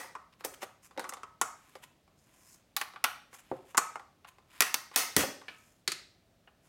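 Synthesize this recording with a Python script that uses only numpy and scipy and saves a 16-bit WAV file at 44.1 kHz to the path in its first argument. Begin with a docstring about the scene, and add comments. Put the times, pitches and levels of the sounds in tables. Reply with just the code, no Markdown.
"""A quiet kitchen, where a plastic tub is opened by hand, close by.
The lid is prised off with hollow pops and rim clicks, the seal lets go in sharp cracks and a short rip,
and the lid is laid on the worktop. Each blow is an impulse that excites the modes of a thin shell.
In between, fingers slide with stick-slip friction, and the flexing tub pushes out low puffs of air.
The hard walls answer each snap with a short reverberation, over a faint rumble and hiss."""
import sys
import numpy as np
from scipy import signal
from scipy.fft import rfft, irfft
from scipy.io import wavfile
from scipy.ndimage import uniform_filter1d

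SR = 44100
rng = np.random.default_rng(int(sys.argv[2]) if len(sys.argv) > 2 else 0)


def log_audio(samples):
    """Write samples as a 16-bit WAV file to the path given in sys.argv[1]."""
    # one column per channel
    frames = np.atleast_2d(samples).T
    # limit to full scale, then quantise
    limited = np.clip(frames, -1, 1)
    pcm = np.round(limited * 32767).astype(np.int16)
    wavfile.write(sys.argv[1], SR, pcm)


N = 294588
LEAD = SR // 4   # the scene starts a little earlier, so that the room already rings
TIME = np.arange(-LEAD, N) / SR

# Spectral shape of the background noise: frequency_hz, relative_density_db
ROOM_TONE_SPECTRUM = [(10, -52), (25, -23), (45, -8.5), (100, -6.5), (170, -7.5), (330, -12.5), (480, -17),
                      (660, -13), (950, -23.5), (1500, -24.5), (3700, -27.5), (11900, -37.5),
                      (16000, -37.5)]
# Reverberation time of the kitchen: frequency_hz, t60_s
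REVERB_TIMES = [(150, 0.36), (500, 0.45), (1200, 0.41), (2500, 0.47), (5000, 0.48), (8000, 0.38),
                (12000, .3), (16000, 0.29)]
# Colour of the reverberation: frequency_hz, gain_db
REVERB_COLOUR = [(150, -2.5), (500, 1.5), (1200, 3), (2100, 0), (3200, -1), (5000, -2.5), (8000, 0.5),
                 (12000, -1), (16000, -1)]
# Hollow ware on the worktop, ringing in sympathy: frequency_hz, width_hz, lift_db
HOLLOW_WARE_MODES = [(279, 5.4, 7.5), (1106, 20, 1), (1287, 10, 6)]
# Air pushed by the flexing tub: start_s, amplitude_db, pitch_hz, t60_s
AIR_PUFFS = [(3.517, -39, 140, 0.05), (3.776, -46, 175, 0.066), (5.166, -25.5, 169, 0.033),
             (5.173, -35, 80, 0.12), (5.234, -35, 140, 0.029), (5.88, -44.5, 165, 0.066)]
# Plastic rubbing (fingers sliding, and the seal's short loud rip at 5.2 s):
# peak_s, half_width_s, level_db, relative_treble_db
PLASTIC_RUBS = [(.332, .009, -64, -10), (0.408, 0.013, -60.5, -2.5), (0.444, 0.0036, -38.5, -9),
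                (0.542, 0.0062, -48, -3), (0.629, 0.015, -43.5, -2.5), (0.853, 0.02, -59.5, 3.5),
                (1.7, 0.15, -66, -2), (1.837, .0105, -49, -3.5), (3.348, 0.021, -53.5, 0.5),
                (3.396, 0.012, -57, 1), (3.52, 0.12, -65, -4.5), (3.7, .037, -62.5, -0.5),
                (4.286, 0.011, -51, -3.5), (4.57, 0.059, -55.5, -4.5), (4.95, .016, -48, -6),
                (5.206, 0.025, -29, -2.5), (5.6, 0.16, -70.5, 3.5), (6.66, 0.029, -69, 1.5)]
# Contour of one long slide as the tub is turned in the hand: time_s, treble_db, middle_db
TURNING_SLIDE = [(2.12, -101, -90), (2.19, -74, -86), (2.278, -72, -67.5), (2.542, -58.5, -65),
                 (2.63, -87, -74), (2.72, -84.5, -90)]
# Light fingertip touches on the tub: start_s, level_db
FINGER_TOUCHES = [(0.4082, -52.5), (0.9098, -57.5), (1.1235, -43.5), (1.1693, -51), (2.0775, -66),
                  (2.9364, -53), (3.3292, -54.5), (3.9962, -51), (4.384, -59.5), (4.914, -52), (5.415, -52)]

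# Limits of the five bands of a blow (thud, middle, clack, crack, air): edge_hz
BLOW_BAND_EDGES = [190, 700, 1700, 5000, 10000, 17500]
# Blows: start_s, level_db, brightness_db, room_send_db, pitch_hz
# The level is that of the middle band; the pitch is that of the patch of plastic that gives way.
LID_BUCKLES = [(0.1519, -38.5, -25.5, -8.5, 1080), (1.0419, -39.5, -18, -7.5, 1120),
               (1.0919, -43.5, 3, -13.5, 1290), (1.1369, -41, -7, -12.5, 1150),
               (1.2329, -40, -20, -9.5, 1100), (1.4139, -25, -3.5, -10, 1353), (3.7464, -36, -25, -12, 980),
               (3.7718, -33, 3, -20, 7300), (3.7772, -19, -3.5, -11.5, 1200),
               (3.9569, -36.5, -24, -11.5, 800)]   # the thin lid buckles
RIM_SLIPS = [(2.7649, -34.5, 4, -8.5, 3900), (2.8129, -33, -8, -10.5, 1900), (2.9599, -44, -31, -8.5, 1160),
             (3.0409, -25, -4, -9.5, 1370), (4.2459, -50.5, -24.5, -10, 2800)]   # the rim slips over the lip of the tub
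TUB_BUMPS = [(-.03, -33.5, -2, -4, 1920), (.4479, -42, 8, -7.5, 446), (.6209, -46, -10, -5.5, 1150),
             (.6299, -41, -13.5, -14, 630), (.9645, -59, -39, -4.5, 480), (.9759, -39, -20.5, -7, 530),
             (.9949, -38.5, -8.5, -6, 910), (1.7539, -48.5, -14.5, -12.5, 606),
             (3.5145, -38, -60.5, -10, 366), (5.2349, -37.5, -24, -9, 376)]   # bumps and taps on the filled tub
SEAL_RELEASES = [(4.6057, -26.5, -0.5, -8, 2060), (4.6207, -28.5, -7, -8, 1930),
                 (4.7422, -32, -0.5, -11, 5170), (4.9602, -33.5, 4.5, 2.5, 740),
                 (5.1652, -30, 2.5, -1.5, 283)]   # the seal lets go
LID_LANDING = [(5.8769, -39, 0.03, -6, 4140), (5.9184, -46.5, 2.7, -11, 4240)]   # the lid lands on the worktop and bounces once
EDGE_TAPS = [(5.4825, -46.5, 2, -6, 2316), (6.4745, -57, -26, -10, 2800)]   # light taps on a free edge, which rings clearly
# Modes of each struck part (a negative lift is a gap between modes): frequency_hz, width_hz, lift_db
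LID_RESONANCES = [(435, 160, 7), (920, 90, 8.5), (1116, 80, 15), (1271, 40, 14), (2060, 380, 11),
                  (2700, 400, 3), (4050, 1500, -6.5), (7366, 1500, 5)]
RIM_RESONANCES = [(845, 70, 14), (1134, 78, 17), (1380, 120, 9.7), (2030, 720, 11), (2640, 530, 8),
                  (4430, 530, 2.4), (10800, 900, 2)]
TUB_RESONANCES = [(390, 40, 12), (526, 30, 16), (815, 180, 11), (1100, 150, 5.1), (2010, 290, 8.3)]
SEAL_RESONANCES = [(282, 45, 4.5), (372.4, 210, 10), (1090, 79, 10), (1330, 340, 4.7), (1900, 100, 7.8),
                   (1830, 240, 4.9), (2470, 45, 5.2), (2620, 70, 2.6), (5250, 930, 2.7), (12700, 3300, 2.1)]
LANDING_RESONANCES = [(358, 52, 16.4), (1310, 270, 14.7), (2020, 350, 8.5), (2510, 260, 3.2),
                      (4310, 2000, 4.8), (6290, 2500, 4.3)]
EDGE_RESONANCES = [(1747, 100, 13), (2530, 140, 10.8), (2890, 147, 9.4)]


def from_db(db):
    """Amplitude ratio of a level in decibels."""
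    return 10 ** (np.asarray(db) / 20)


def rms_one(x):
    """Normalisation to unit rms."""
    return x / np.sqrt(np.mean(x ** 2) + 1e-20)


def at_hz(points, hz):
    """Interpolation of a table on a logarithmic frequency axis."""
    frequencies, values = np.transpose(points)
    return np.interp(np.log(np.maximum(hz, 1)), np.log(frequencies), values)


def band(x, low_hz, high_hz, order=3):
    """Causal band-pass filtering."""
    edges_hz = [low_hz, min(high_hz, SR / 2 - 100)]
    return signal.sosfilt(signal.butter(order, edges_hz, "band", fs=SR, output="sos"), x)


def add(out, start_s, x):
    """Superposition: x joins out at start_s."""
    at = max(LEAD + int(round(start_s * SR)), 0)
    out[at:at + len(x)] += x[:len(out) - at]


def resonate(x, modes):
    """Modal response: the excitation plus a damped second-order resonance for each mode."""
    out = x.copy()
    for hz, width_hz, lift_db in modes:
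        out += (from_db(lift_db) - 1) * signal.lfilter(*signal.iirpeak(hz, hz / width_hz, fs=SR), x)
    return out


def room_tone(level_db):
    """Stationary coloured noise: a low rumble and a faint hiss."""
    hz = np.fft.rfftfreq(N, 1 / SR)
    spectrum = rfft(rng.standard_normal(N)) * from_db(at_hz(ROOM_TONE_SPECTRUM, hz))
    return from_db(level_db) * rms_one(irfft(spectrum, N))


def kitchen_reverb(x, first_wall_s, early_gain):
    """Reverberation: weak echoes from things on the worktop, then a diffuse decay from the walls."""
    t = np.arange(SR * 3 // 4) / SR
    edges_hz = np.geomspace(90, 19000, 15)
    build_up = np.where(t < first_wall_s, early_gain * (t > first_wall_s / 2), 1)
    response = np.zeros(len(t))
    for low, high in zip(edges_hz, edges_hz[1:]):
        hz = np.sqrt(low * high)
        decay = 1e-3 ** (t / at_hz(REVERB_TIMES, hz))
        reflections = band(rng.standard_normal(len(t)), low, high)
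        response += from_db(at_hz(REVERB_COLOUR, hz)) * reflections * decay * build_up
    return signal.fftconvolve(x, response / np.sqrt(SR * 0.025))[:len(x)]


def air_puffs():
    """Damped oscillation: the tub wall springs back and displaces air for a few slow cycles."""
    out, t = np.zeros(len(TIME)), np.arange(SR // 4) / SR
    for start_s, amplitude_db, pitch_hz, t60_s in AIR_PUFFS:
        decay = 1e-3 ** (t / t60_s)
        add(out, start_s, from_db(amplitude_db) * np.sin(2 * np.pi * pitch_hz * t) * decay)
    return band(out, 48, 900)


def plastic_rubbing(grain_db, catch_db, catches_per_s, room_send_db):
    """Stick-slip friction: grainy noise of sliding fingers and the seal's rip; (direct, room send)."""
    times, treble_db, middle_db = np.transpose(TURNING_SLIDE)
    treble = from_db(np.interp(TIME, times, treble_db + 0.5, -np.inf, -np.inf))
    middle = from_db(np.interp(TIME, times, middle_db - 2, -np.inf, -np.inf))
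    for peak_s, half_width_s, level_db, relative_treble_db in PLASTIC_RUBS:
        swell = from_db(level_db) * np.exp(-((TIME - peak_s) / half_width_s) ** 2)
        middle += swell
        treble += swell * from_db(relative_treble_db)
    roughness = rms_one(uniform_filter1d(rng.standard_normal(len(TIME)), size=120))
    # the surfaces catch and let go with tiny ticks
    catches = (rng.random(len(TIME)) < catches_per_s / SR) * from_db(catch_db)
    friction = (from_db(grain_db * roughness) + catches) * rng.standard_normal(len(TIME))
    shell = resonate(friction, [(1020, 83, 7.1), (2270, 1300, 1.6), (5213, 290, 9.7), (6650, 1600, 7.6)])
    rub = middle * rms_one(band(shell, 940, 3800, order=2))
    rub += treble * rms_one(band(shell, 3200, 13000, order=2))
    return np.array([rub, rub * from_db(room_send_db)])


def grip_modes(lift_db, q, count=7):
    """Boundary conditions: the higher modes of a thin shell shift with every change of grip."""
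    frequencies = np.geomspace(1400, 9000, count) * 2 ** rng.uniform(-0.22, .2, count)
    return [(hz, hz / q, lift_db) for hz in frequencies]


def soft_contact(x, top_hz, brightness_db, db_per_octave=15):
    """Contact time limits bandwidth: a softer contact lasts longer, which lowers its cutoff."""
    cutoff_hz = min(top_hz * 2 ** (min(brightness_db, 0) / db_per_octave), 20000)
    return signal.sosfilt(signal.butter(2, cutoff_hz, fs=SR, output="sos"), x)


def blow_colour(thud_db, treble_db, brightness_db, pitch_hz, small_patch_hz=1076):
    """Spectral balance: a large, low patch moves more air; a hard contact lifts the top bands most."""
    weight_db = 9.5 * max(np.log2(small_patch_hz / pitch_hz), 0)   # 9.5 dB per octave
    upper_db = np.array(treble_db) + brightness_db * np.array([0.28, 0.8, 1])   # clack, crack, air
    return [thud_db + weight_db, 0, *upper_db]


def shell_blows(events, modes, thud_db, treble_db, t60_s, top_hz, snap,
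                pitch_lift_db, pitch_q, room_shudder, damping):
    """Impact excitation: a snap and a short shudder ring a shell's modes; (direct, room send)."""
    out = np.zeros((2, len(TIME)))
    t = np.arange(SR // 7) / SR
    band_t60_s = t60_s / damping ** np.arange(-1, 4)   # with damping above 1, higher bands die sooner
    decay = 1e-3 ** (t / band_t60_s[:, None, None])
    for start_s, level_db, brightness_db, room_send_db, pitch_hz in events:
        force = rng.standard_normal((5, 2, len(t))) * decay   # one shudder for each band and path
        force /= np.linalg.norm(force, axis=-1, keepdims=True)
        force[:, 1] *= room_shudder   # the room collects all directions, which evens out the colour
        force[:, :, 0] += [snap, 1]   # the opening impulse on each path
        patch_mode = (pitch_hz, pitch_hz / pitch_q, pitch_lift_db)
        shell = resonate(force, [*modes, *grip_modes(lift_db=8.5, q=140), patch_mode])
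        shell = soft_contact(shell, top_hz, brightness_db)
        blow = np.zeros((2, len(t)))
        for k, colour_db in enumerate(blow_colour(thud_db, treble_db, brightness_db, pitch_hz)):
            part = band(shell[k], BLOW_BAND_EDGES[k], BLOW_BAND_EDGES[k + 1])
            part *= np.sqrt(SR / 100) / np.linalg.norm(part, axis=1, keepdims=True)   # as 10 ms at rms 1
            blow += from_db(level_db + colour_db) * part
        add(out[0], start_s, blow[0])
        add(out[1], start_s, blow[1] * from_db(room_send_db))
    return out


def scene():
    """Superposition of the direct sound of the handling, its reverberant field and the room tone."""
    pops = shell_blows(
        LID_BUCKLES, LID_RESONANCES, thud_db=-14.5, treble_db=(-7.5, 0, -6), t60_s=0.055,
        top_hz=11140, snap=0.58, pitch_lift_db=14, pitch_q=11, room_shudder=0.39, damping=1.12)
    clicks = shell_blows(
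        RIM_SLIPS, RIM_RESONANCES, thud_db=-17, treble_db=(1.5, -2.5, -1.5), t60_s=0.066,
        top_hz=17200, snap=0.14, pitch_lift_db=15, pitch_q=3.4, room_shudder=0.48, damping=1.25)
    # touches are soft blows that share one brightness_db, room_send_db and pitch_hz
    touches = [(start_s, level_db, -19.5, -6, 1091) for start_s, level_db in FINGER_TOUCHES]
    knocks = shell_blows(
        TUB_BUMPS + touches, TUB_RESONANCES, thud_db=-7, treble_db=(-1.5, -.5, -3), t60_s=0.059,
        top_hz=16100, snap=0.58, pitch_lift_db=12.5, pitch_q=9.3, room_shudder=0.51, damping=1.1)
    cracks = shell_blows(
        SEAL_RELEASES, SEAL_RESONANCES, thud_db=-14, treble_db=(4.8, 5.2, 3), t60_s=0.046,
        top_hz=17000, snap=0.5, pitch_lift_db=7.5, pitch_q=3.3, room_shudder=0.4, damping=1.33)
    landing = shell_blows(
        LID_LANDING, LANDING_RESONANCES, thud_db=-3.5, treble_db=(11.5, 7.3, -2.2), t60_s=0.045,
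        top_hz=11800, snap=0.23, pitch_lift_db=10.5, pitch_q=9.3, room_shudder=0.15, damping=1.08)
    taps = shell_blows(
        EDGE_TAPS, EDGE_RESONANCES, thud_db=-7.5, treble_db=(5, -17, -24), t60_s=0.08,
        top_hz=6000, snap=0.48, pitch_lift_db=16, pitch_q=29, room_shudder=0.53, damping=0.93)
    rubs = plastic_rubbing(grain_db=3, catch_db=14.5, catches_per_s=120, room_send_db=-10)
    direct, room_send = pops + clicks + knocks + cracks + landing + taps + rubs
    puffs = air_puffs()
    room_drive = resonate(room_send, HOLLOW_WARE_MODES) + from_db(-3.5) * puffs
    reverb = kitchen_reverb(room_drive, first_wall_s=0.013, early_gain=.55)
    return ((direct + puffs + reverb)[LEAD:] + room_tone(level_db=-68.5))[None]


def record(dry):
    """Soft saturation rounds the highest peaks, and a steep low-pass limits the bandwidth."""
    ceiling, cutoff_hz = 0.98, 16100
    rounded = ceiling * np.tanh(dry / ceiling)
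    return signal.sosfilt(signal.ellip(10, .2, 70, cutoff_hz, fs=SR, output="sos"), rounded)


dry = scene()
out = record(dry)
log_audio(out)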